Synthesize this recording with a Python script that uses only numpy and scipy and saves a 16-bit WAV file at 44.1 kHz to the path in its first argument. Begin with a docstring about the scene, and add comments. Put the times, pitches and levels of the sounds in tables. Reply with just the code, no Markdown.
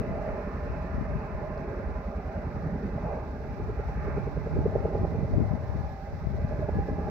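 """Two helicopters flying away

Two twin-rotor helicopters draw away, far off over open country, heard by a small two-port microphone.
Rotor thuds are pulses of pressure, blade slaps short bursts, the roar shaped noise and the whines blurred tones.
Slaps, roar and whines arrive straight and off the ground; the land scatters thuds and slaps.
Noise gusts and single pops buffet each port on its own, with a faint tick, over the recorder's hiss."""
import sys
import numpy as np
from scipy import signal
from scipy.fft import rfft, irfft, next_fast_len
from scipy.io import wavfile
from scipy.ndimage import uniform_filter1d

SR = 44100
rng = np.random.default_rng(int(sys.argv[2]) if len(sys.argv) > 2 else 0)


def unload_wav(signal):
    """Save mono or channel-first audio to the path in sys.argv[1] as 16-bit WAV at rate SR, clipped to [-1, 1]."""
    wavfile.write(
        sys.argv[1],
        SR,
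        np.round(np.clip(np.atleast_2d(signal).T, -1, 1) * 32767).astype(np.int16),
    )


def ratio_of_db(decibels):
    """Turn decibels (scalar or array-like) into linear amplitude factors; 0 dB maps to 1."""
    return 10 ** (np.asarray(decibels, float) / 20)


N = 313110
T = np.arange(N) / SR  # time in seconds


def evened(x):
    """Scales a sound to an rms of 1."""
    return x / np.sqrt(np.mean(x ** 2) + 1e-20)


def columns(rows, at):
    """Reads every column of a table, joining its points by straight lines."""
    x, *values = np.transpose(rows)
    return np.array([np.interp(at, x, v) for v in values])


def spectra(rows, hz):
    """Reads the columns of a table along a logarithmic frequency axis."""
    log_rows = [(np.log(f), *v) for f, *v in rows]
    return columns(log_rows, np.log(hz + 1))


def coloured(x, rows):
    """Filters each channel by its own dB column."""
    hz = np.fft.rfftfreq(N, 1 / SR)
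    return irfft(rfft(x) * ratio_of_db(spectra(rows, hz)), N)


def drift(seconds, channels=1):
    """Makes a slow random wander of rms 1, in steps of 32 samples, by smoothing noise twice."""
    size = max(int(seconds * SR / 32), 1)
    slow = rng.standard_normal((channels, N // 32 + 1))
    slow = uniform_filter1d(uniform_filter1d(slow, size), size)
    return np.repeat(evened(slow), 32, axis=1)[:, :N]


BEATS_PER_S = 11.25  # blade beats at the helicopter itself
# How each helicopter draws away ever faster. In order: reference time in seconds, distance then in m,
# speed away then in m/s, gain of speed in m/s per second.
FIRST_PATH = 0, 942.7, 13.56, 5.76
SECOND_PATH = 2.6, 999.0, 23.7, 2.43


def beats(path):
    """Counts the blade beats heard so far: sound from a growing distance comes later, stretching them."""
    s, metres, speed, gain = path
    away = T - s
    distance = metres + speed * away + gain * away ** 2 / 2
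    return BEATS_PER_S * (T - distance / 343)  # speed of sound in m/s


# Blade passes, each heard once a beat for a while.
# Each row: place in the beat from 0 to 1, pitch in Hz before the distance stretches it,
# loudest moment in seconds, half length of the swell in seconds, peak in dB before unevenness and pan.
FIRST_THUDS = [(0.276, 52, 0.55, 0.95, -25.9), (0.009, 59, 0.56, 0.37, -25.5),
               (0.193, 165, 0.55, 0.67, -29.1), (0.736, 46, 0.73, 0.8, -30.3),
               (0.492, 48, 0.91, 0.88, -29.7), (0.881, 45, 0.9, 0.45, -24.5),
               (0.283, 109, 1.61, 0.21, -29.3), (0.99, 50, 1.92, 0.4, -20.5), (0.175, 72, 2.45, 0.5, -26.5),
               (0.405, 61, 2.56, 0.98, -27.3), (0.266, 119, 2.74, 0.4, -26), (0.197, 205, 2.8, 0.4, -26.5),
               (0.137, 160, 1.45, 0.3, -34), (0.148, 220, 1.92, 0.25, -30), (0.152, 170, 2.27, 0.2, -31),
               (0.257, 180, 2.27, 0.2, -30), (0.152, 210, 2.92, 0.18, -30), (0.275, 170, 2.9, 0.25, -31),
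               (0.322, 76, 0.8, 0.4, -33), (0.2, 190, 1.9, 0.25, -30), (0.368, 76, 1.9, 0.3, -31),
               (0.13, 75, 2.3, 0.3, -31), (0.44, 75, 3.1, 0.3, -33), (0.023, 71, 2.87, 0.71, -26.3)]
SECOND_THUDS = [(0.807, 46, 3.07, 0.35, -24.9), (0.183, 74, 3.82, 0.39, -30.5),
                (0.996, 72, 4.05, 0.73, -24.3), (0.812, 64, 4.44, 0.99, -23.4),
                (0.945, 132, 4.62, 1.0, -24.5), (0.031, 67, 5.1, 0.78, -28), (0.56, 61, 6.14, 1.2, -32.3),
                (0.053, 65, 6.68, 0.63, -26.0), (0.407, 52, 6.76, 0.88, -38.5),
                (0.875, 175, 4.45, 0.4, -28), (0.647, 195, 6.85, 0.4, -24), (0.012, 170, 4.75, 0.4, -29),
                (0.185, 140, 6.55, 0.22, -29), (0.942, 190, 6.75, 0.45, -28), (0.772, 180, 6.9, 0.25, -30),
                (0.196, 62, 6.99, 1.1, -26.5), (0.801, 55, 7.16, 1.0, -25.0)]


def rotors(path, thuds):
    """Each blade pass is a push of air between two pulls, a little uneven over time."""
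    beat, out = beats(path), np.zeros(N)
    for place, hz, s, swell, db in thuds:
        near = abs(T - s) < 2 * swell
        from_centre = (beat[near] - place + .5) % 1 - .5
        u = np.pi * hz * from_centre / BEATS_PER_S
        uneven_db = 1.7 * drift(0.14)[0, near]
        level = ratio_of_db(db + uneven_db) * np.exp(-((T[near] - s) / swell) ** 4)
        out[near] += level * np.cos(2 * u) * np.exp(-(u / 1.3) ** 2)
    return out * ratio_of_db([[-0.75], [0.75]])  # left, right


# Blades cutting the wake of the other rotor.
# Each row: centre in seconds, level of the body in dB before pan, crack against the body in dB,
# pitch of the body in Hz.
SLAPS = [(1.4405, -37, -30, 580), (1.5751, -30, -6, 580), (2.693, -40, -19, 560), (2.794, -35, -25, 580),
         (2.894, -33, -25, 486), (2.9835, -29.5, -9, 560), (3.048, -31, -23, 560), (3.602, -31, -27, 400),
         (3.7007, -25.5, -34, 420), (3.799, -25, -30, 460), (3.8951, -32.5, -36, 495),
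         (4.0836, -27, -25, 390), (4.1823, -24.5, -36, 460), (4.2785, -24.5, -21, 462),
         (4.3745, -26, -39, 490), (4.4731, -24, -37, 494), (4.5693, -21.5, -19, 440),
         (4.6634, -14.5, -23, 460), (4.726, -31, -17, 613), (4.7602, -14, -17, 493),
         (4.8573, -17, -14.5, 475), (4.9541, -18.5, -11, 460), (5.051, -22.5, -5.5, 450),
         (5.1532, -29, -29, 460), (5.2483, -28.5, -43, 560), (5.3441, -30, -31, 593),
         (5.5301, -39, -37, 556), (6.251, -44, -7, 565), (6.4013, -33, -22, 505), (6.5247, -28, -6.5, 520),
         (6.5974, -31, -28, 407), (6.625, -30, -17, 600), (6.6933, -21, -8, 474), (6.744, -34, -27, 480),
         (6.7919, -25.5, -17, 456), (6.89, -25.5, -46, 510), (6.9356, -38, -14, 527),
         (6.9906, -28.5, -3, 418), (7.0893, -26.5, -6.5, 397)]


def slaps():
    """Bursts of a few cycles, softened by the long path; the crisp ones carry a higher crack."""
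    body_s, crack_s, crack_hz = 0.0019, 0.0023, 750  # half lengths; pitch
    dull_stretch = 0.022  # a body lasts longer by this share for each dB its crack lacks
    out, t = np.zeros(N + SR), np.arange(-529, 529) / SR
    for s, db, crack_db, hz in SLAPS:
        half = body_s * (1 - dull_stretch * crack_db)
        body = np.exp(-(t / half) ** 2) * np.cos(2 * np.pi * hz * t + 1.2)
        crack = np.exp(-(t / crack_s) ** 2) * np.cos(2 * np.pi * crack_hz * t + 1.2)
        at = round(s * SR) - len(t) // 2
        out[at:at + len(t)] += (body + ratio_of_db(crack_db) * crack) * ratio_of_db(db)
    return out[:N] * ratio_of_db([[-1.25], [1.25]])  # left, right


# Engine and rotor roar, changing with distance and bent by restless air.
# Each row: time in seconds, level in dB before layers and colour, swell of the body in dB.
ROAR = [(0, -46, 2.5), (.4, -44.5, -2), (1.0, -44.5, -1.5), (1.6, -49, 1.5), (2.1, -50, 2), (2.6, -50.5, 1),
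        (3.0, -51, 2.5), (3.4, -54.5, 6.5), (3.8, -49, -2), (4.1, -50, 3.5), (4.4, -50.5, 0.5),
        (4.85, -52.5, 9.5), (5.3, -54.5, 7.5), (5.8, -53.5, 0.5), (6.07, -59, 5.5), (6.55, -53, 4.5),
        (7.1, -50, 5)]
# Frequencies in Hz that split the roar into layers.
ROAR_SPLIT_HZ = 320, 510, 930, 1500
# One row a layer, low to high: dB over the mean level, share of the level changes,
# share of the body's swell, throb in dB.
ROAR_LAYERS = [(10, 0.66, 0.88, 2), (-1.5, 1, 1, 1), (8, 0.5, 0.49, 0.2), (-2.5, 0.77, 0.24, 0.37),
               (-5, 0.6, 0.1, 0.37)]
# Tone colour of the roar. Each row: frequency in Hz, left in dB, right in dB.
ROAR_COLOUR = [(28, -15, -17.5), (43.6, -5, 9.5), (70, 5, 11), (163, 5.5, 7), (222, -6, -5.5),
               (305, 6, 3.5), (420, 10.5, 12.5), (558, 2.5, 3.5), (946, -4.5, -1.5), (995, 1.5, 7.5),
               (1510, 2, 1), (1500, -2, 8.5), (1920, -1.5, 1.5), (2572, -8, -3.5), (3006, -17.5, -24.5),
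               (3620, -65, -66.5)]
# How alike the two ports are. Each row: frequency in Hz, likeness (1 is the same).
ROAR_SAME = [(100, 1), (250, 0.99), (700, 0.96), (1000, 0.8), (1400, 0.45), (2600, 0.35)]
# The air briefly carries the roar more clearly. Each row: centre in seconds, half length in seconds,
# centre in Hz, boost in dB, reach in octaves.
SURGES = [(0.26, 0.12, 640, 4, 0.43), (1.455, 0.43, 740, 1, .77), (2.702, 0.21, 177, 7.5, 0.52),
          (3.12, 0.11, 715, 10.5, 0.71), (4.088, 0.1, 1500, 6, 0.82), (4.833, 0.089, 477, 5, 1),
          (5.356, 0.15, 617, 3, .77), (6.594, 0.056, 407, 3, .77), (6.86, 0.17, 220, 3.5, 1)]


def roar():
    """Noise in drifting patches, throbbing with the rotors, built as a spectrum that changes over time."""
    frames, hz = N // 256 + 5, np.fft.rfftfreq(1024, 1 / SR)
    a, b, c, d, patches = rng.standard_normal((frames, 513, 5)).T
    patches = evened(uniform_filter1d(uniform_filter1d(patches, 5, 0), 30, 1))
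    # the right port shares part of the left port's noise
    same = np.clip(spectra(ROAR_SAME, hz)[0], -1, 1)[:, None]
    left = a + 1j * b
    right = same * left + np.sqrt(1 - same ** 2) * (c + 1j * d)
    t = np.arange(frames) * 256 / SR
    level, swell = columns(ROAR, t)
    layer = np.searchsorted(ROAR_SPLIT_HZ, hz)
    over, share, body, throb_db = np.transpose(ROAR_LAYERS)[:, layer, None]
    level_db = level.mean() + over + share * (level - level.mean()) + body * swell
    # throbs with the first helicopter, then with the second
    beat = np.where(T < 3.5, beats(FIRST_PATH) - .17, beats(SECOND_PATH) - .93)
    level_db += throb_db * np.interp(t, T, np.cos(2 * np.pi * beat))
    for s, half, centre, db, octaves in SURGES:
        reach = np.exp(-(np.log2((hz + 1) / centre) / octaves) ** 2)
        level_db = level_db + db * np.outer(reach, np.exp(-((t - s) / half) ** 2))
    colour_db = spectra(ROAR_COLOUR, hz)[:, :, None]
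    z = np.array([left, right]) * ratio_of_db(colour_db + level_db + 1.82 * patches + 17.5)
    return signal.istft(z, nperseg=1024, noverlap=768)[1][:, :N] / 32


# Gearbox and engine tones blurred by the air.
# Each row: pitch in Hz, width of the blur in Hz, loudest moment in seconds,
# half length of the swell in seconds, level in dB before flicker and pan.
WHINES = [(2032, 20, 2.1, 6.2, -68), (1776, 14, 0.8, 0.9, -66), (1432, 20, 0.8, 0.9, -67),
          (1682, 10, 6.62, 0.16, -57), (1680, 10, 6.93, 0.2, -58.5), (1700, 70, 6.75, .3, -63),
          (1690, 6, 5.8, 0.17, -63), (1550, 8, 6.45, 0.5, -65), (635, 55, 0.18, 0.1, -40.5),
          (615, 75, .33, .09, -42), (590, 45, .46, .05, -47), (620, 85, 1.49, 0.16, -45),
          (630, 60, 1.07, .09, -47), (805, 30, 6.92, .22, -49.5), (800, 30, 5.92, .17, -51),
          (600, 30, 6.58, .12, -48), (845, 15, 4.02, .12, -53), (800, 20, 3.84, .06, -52),
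          (1215, 25, 4.12, .13, -59), (1540, 20, 4.06, .16, -62), (2034, 15, .15, .2, -65)]


def whines():
    """Wavering tones that surface for a while and flicker, each in a narrow blur of noise."""
    steady_hz = 8  # at this width the tone itself is as loud as its blur
    size = next_fast_len(N)
    hz, out = np.fft.rfftfreq(size, 1 / SR), 0
    for centre_hz, width, s, swell, db in WHINES:
        noise = rfft(rng.standard_normal(size))
        blur = irfft(noise / (1 + ((hz - centre_hz) / width) ** 2), size)[:N]
        pitch = centre_hz + width / 2 * drift(.1)[0]
        tone = evened(np.sin(2 * np.pi * np.cumsum(pitch) / SR))
        sound = evened(evened(blur) + steady_hz / width * tone)
        level = ratio_of_db(db + 2.2 * drift(.05)) * np.exp(-((T - s) / swell) ** 4)
        out = out + level * sound
    return out * ratio_of_db([[-1.5], [1.5]])  # left, right


# The straight sound, ahead of the stronger bounce; one row for the left port, one for the right.
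# Each row: lead in milliseconds, strength against the bounce before the treble blurs.
GROUND = [(4.659, 0.57), (4.949, 0.74)]


def ground(x, lag_ms):
    """Arrivals a few ms apart fill every 200 Hz or so and hollow between; they blur in the treble."""
    hz = np.fft.rfftfreq(N, 1 / SR)
    blur = np.exp(-(hz / 1900) ** 2)
    arrivals = [1 + share * blur * np.exp(2j * np.pi * hz * ms / 1000) for ms, share in GROUND]
    # a weak later bounce, 4.98 ms behind
    arrivals = arrivals + 0.083 * blur * np.exp(-2j * np.pi * hz * 4.98 / 1000)
    port_lag = np.exp(-2j * np.pi * np.outer([0, lag_ms / 1e3], hz))  # shifts the right port only
    return irfft(rfft(x) * arrivals * port_lag, N)


def land(x):
    """Hills and fields scatter thuds and slaps into a short rumble, a fading tail of noise."""
    t = np.arange(SR // 2) / SR
    shared = 13.0 * rng.standard_normal(len(t))
    tail = rng.standard_normal((2, len(t))) + shared
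    tail = evened(tail) * ratio_of_db(-60 * t / 0.3)  # falls 60 dB in 0.3 s
    rumble = signal.fftconvolve(x, tail / np.linalg.norm(tail[0]), axes=1)[:, :N]
    return x + ratio_of_db(-17) * rumble


def tick():
    """A faint tick close by: a few quick cycles under a bell-shaped swell."""
    t = T - 1.579
    return ratio_of_db(-50) * np.exp(-(t / .0004) ** 2) * np.sin(2 * np.pi * 4600 * t)


# Gusts over a calm breeze.
# Each row: centre in seconds, half length in seconds, left peak in dB, right peak in dB,
# before the breeze and any other gusts add to them.
GUSTS = [(0.0, 0.0079, -20.5, -68), (0.117, 0.049, -31.5, -32), (0.29, 0.08, -42, -38.5),
         (0.538, 0.034, -43, -41.5), (0.73, 0.1, -32, -44), (0.984, 0.058, -28.5, -41),
         (1.04, 0.081, -32.5, -39), (1.131, 0.045, -27, -48), (1.34, 0.1, -36, -45),
         (1.89, 0.061, -35.5, -33), (2.61, 0.1, -42, -44.5), (3.016, .04, -55, -54),
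         (3.238, 0.043, -65, -49), (3.3, 0.024, -39, -55), (3.497, 0.14, -38.5, -44),
         (3.666, 0.059, -29.5, -37), (3.854, 0.062, -34, -45), (4.016, 0.078, -31.5, -35.5),
         (4.145, 0.037, -34.5, -54), (4.295, 0.23, -39, -31), (4.582, 0.067, -33.5, -24),
         (4.715, 0.13, -27.5, -37), (5.02, 0.036, -25.5, -25.5), (5.201, 0.11, -35.5, -29),
         (5.388, 0.075, -21.5, -28), (5.535, 0.054, -26, -55), (5.65, 0.13, -40, -39),
         (5.764, 0.11, -28.5, -36.5), (6.146, 0.057, -31, -39), (6.302, 0.053, -28, -52),
         (6.448, 0.14, -32.5, -36), (6.607, 0.079, -37, -29.5), (6.784, 0.049, -29, -25),
         (6.904, 0.069, -31.5, -54), (6.965, 0.044, -40, -30), (7.066, 0.017, -30.5, -53)]


def gusts():
    """Wind level at each port in dB: short swells of power on top of a drifting breeze."""
    power = ratio_of_db(2 * (-50.5 + 4 * drift(0.17, channels=2)))
    for s, half, *db in GUSTS:
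        near = abs(T - s) < 4 * half
        fall_db = 6 * ((T[near] - s) / half) ** 2  # 6 dB down at the half length
        power[:, near] += ratio_of_db(2 * (np.array(db)[:, None] - fall_db))
    return 10 * np.log10(power)


# Colour of the wind's body. Each row: frequency in Hz, left in dB, right in dB;
# the result is scaled to rms 1, so only the shape and the balance count.
WIND_COLOUR = [(20, -17, -15.5), (44.3, -5.5, -2), (76, 7.5, 5.5), (160, -3, -1), (220, -26, -25.5),
               (395, -37, -28.5), (1000, -94, -87.5)]
# Colour of the edge of hard gusts, also scaled. Each row: frequency in Hz, level in dB.
WIND_EDGE = [(100, -34.5), (200, -4), (330, -5), (480, -9), (700, -28), (2500, -97.5)]


def wind():
    """Lumpy low pressure, unrelated in the two ports; hard gusts grow a brighter edge."""
    hard_gust_db = -11.5  # at this level the edge would be as loud as the body
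    lump_db = 3.5 * drift(0.0061, channels=2) + drift(0.095, channels=2)
    lumps = rng.standard_normal((2, N)) * ratio_of_db(lump_db)
    gust_db = gusts()
    body = evened(coloured(lumps, WIND_COLOUR))
    edge = ratio_of_db(gust_db - hard_gust_db) * evened(coloured(lumps, WIND_EDGE))
    return ratio_of_db(gust_db) * (body + edge)


# Single eddies popping on one port.
# Each row: centre in seconds, level in dB, port (0 left, 1 right), pitch in Hz.
POPS = [(.946, -23, 0, 158), (.983, -17.5, 0, 182), (1.013, -15, 0, 187), (1.128, -21, 0, 120),
        (1.158, -17.5, 0, 136), (4.529, -22, 1, 131), (4.59, -12.5, 1, 188), (4.647, -21, 1, 157),
        (4.682, -16.5, 0, 158), (5.015, -14, 0, 136), (5.035, -18, 0, 220), (5.035, -20, 1, 220),
        (5.121, -22, 1, 201), (5.312, -19, 0, 179), (5.332, -16.5, 0, 135), (5.384, -11, 0, 240),
        (5.407, -14.5, 0, 188), (5.426, -14.5, 0, 200), (5.512, -16, 0, 136), (5.537, -15, 0, 164),
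        (5.557, -18.5, 0, 179), (5.76, -21.5, 0, 177), (5.81, -19, 0, 125), (6.307, -22, 0, 137),
        (6.45, -15, 0, 148), (6.756, -18, 0, 176), (6.77, -18, 0, 190), (6.914, -21, 0, 162),
        (6.934, -22, 0, 179)]


def pops():
    """Each eddy is about one swing of pressure, starting at a random point of its cycle."""
    out = np.zeros((2, N))
    for (s, db, port, hz), turn in zip(POPS, rng.random(len(POPS))):
        near = abs(T - s) < 2 / hz
        u = hz * (T[near] - s)  # time in cycles
        out[port, near] += ratio_of_db(db) * np.exp(-(u / 0.45) ** 2) * np.cos(2 * np.pi * (u + turn))
    return out


# Recorder hiss. Each row: frequency in Hz, left in dB per Hz, right in dB per Hz, before creep and waver.
HISS = [(1500, -108, -104), (2970, -112, -106), (3860, -105, -99.5), (5800, -109, -100.5),
        (6600, -119, -110), (7900, -127, -112), (8100, -129, -128), (10900, -124, -123),
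        (12500, -117, -116), (15500, -115, -113), (15900, -150, -150)]
# The hiss level creeps. Each row: time in seconds, change in dB.
HISS_CREEP = [(0, 0), (1.8, -1.7), (4.2, 0.2), (7.1, 0.6)]


def recorder_hiss():
    """Coloured noise, unrelated in the two channels, whose level creeps and wavers slightly."""
    level_db = 0.79 * drift(0.018) + columns(HISS_CREEP, T)
    noise = rng.standard_normal((2, N)) * np.sqrt(SR / 2)  # 0 dB per Hz
    return coloured(noise * ratio_of_db(level_db), HISS)


def scene():
    """Both helicopters over the ground, the tick and the wind."""
    thuds = rotors(FIRST_PATH, FIRST_THUDS) + rotors(SECOND_PATH, SECOND_THUDS)
    beating = land(thuds + ground(slaps(), lag_ms=0.12))
    engines = ground(roar() + whines(), lag_ms=-0.05)
    return beating + engines + tick() + wind() + pops()


def roll_off(x):
    """The treble ends steeply here."""
    return signal.sosfilt(signal.butter(12, 15720, fs=SR, output="sos"), x)


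def record(dry):
    """The recorder cuts the deep bass below about 37 Hz and adds its hiss."""
    bass_cut = signal.butter(2, 37, "high", fs=SR, output="sos")
    mix = signal.sosfiltfilt(bass_cut, dry) + recorder_hiss()
    return roll_off(mix)


dry = scene()
out = record(dry)
unload_wav(out)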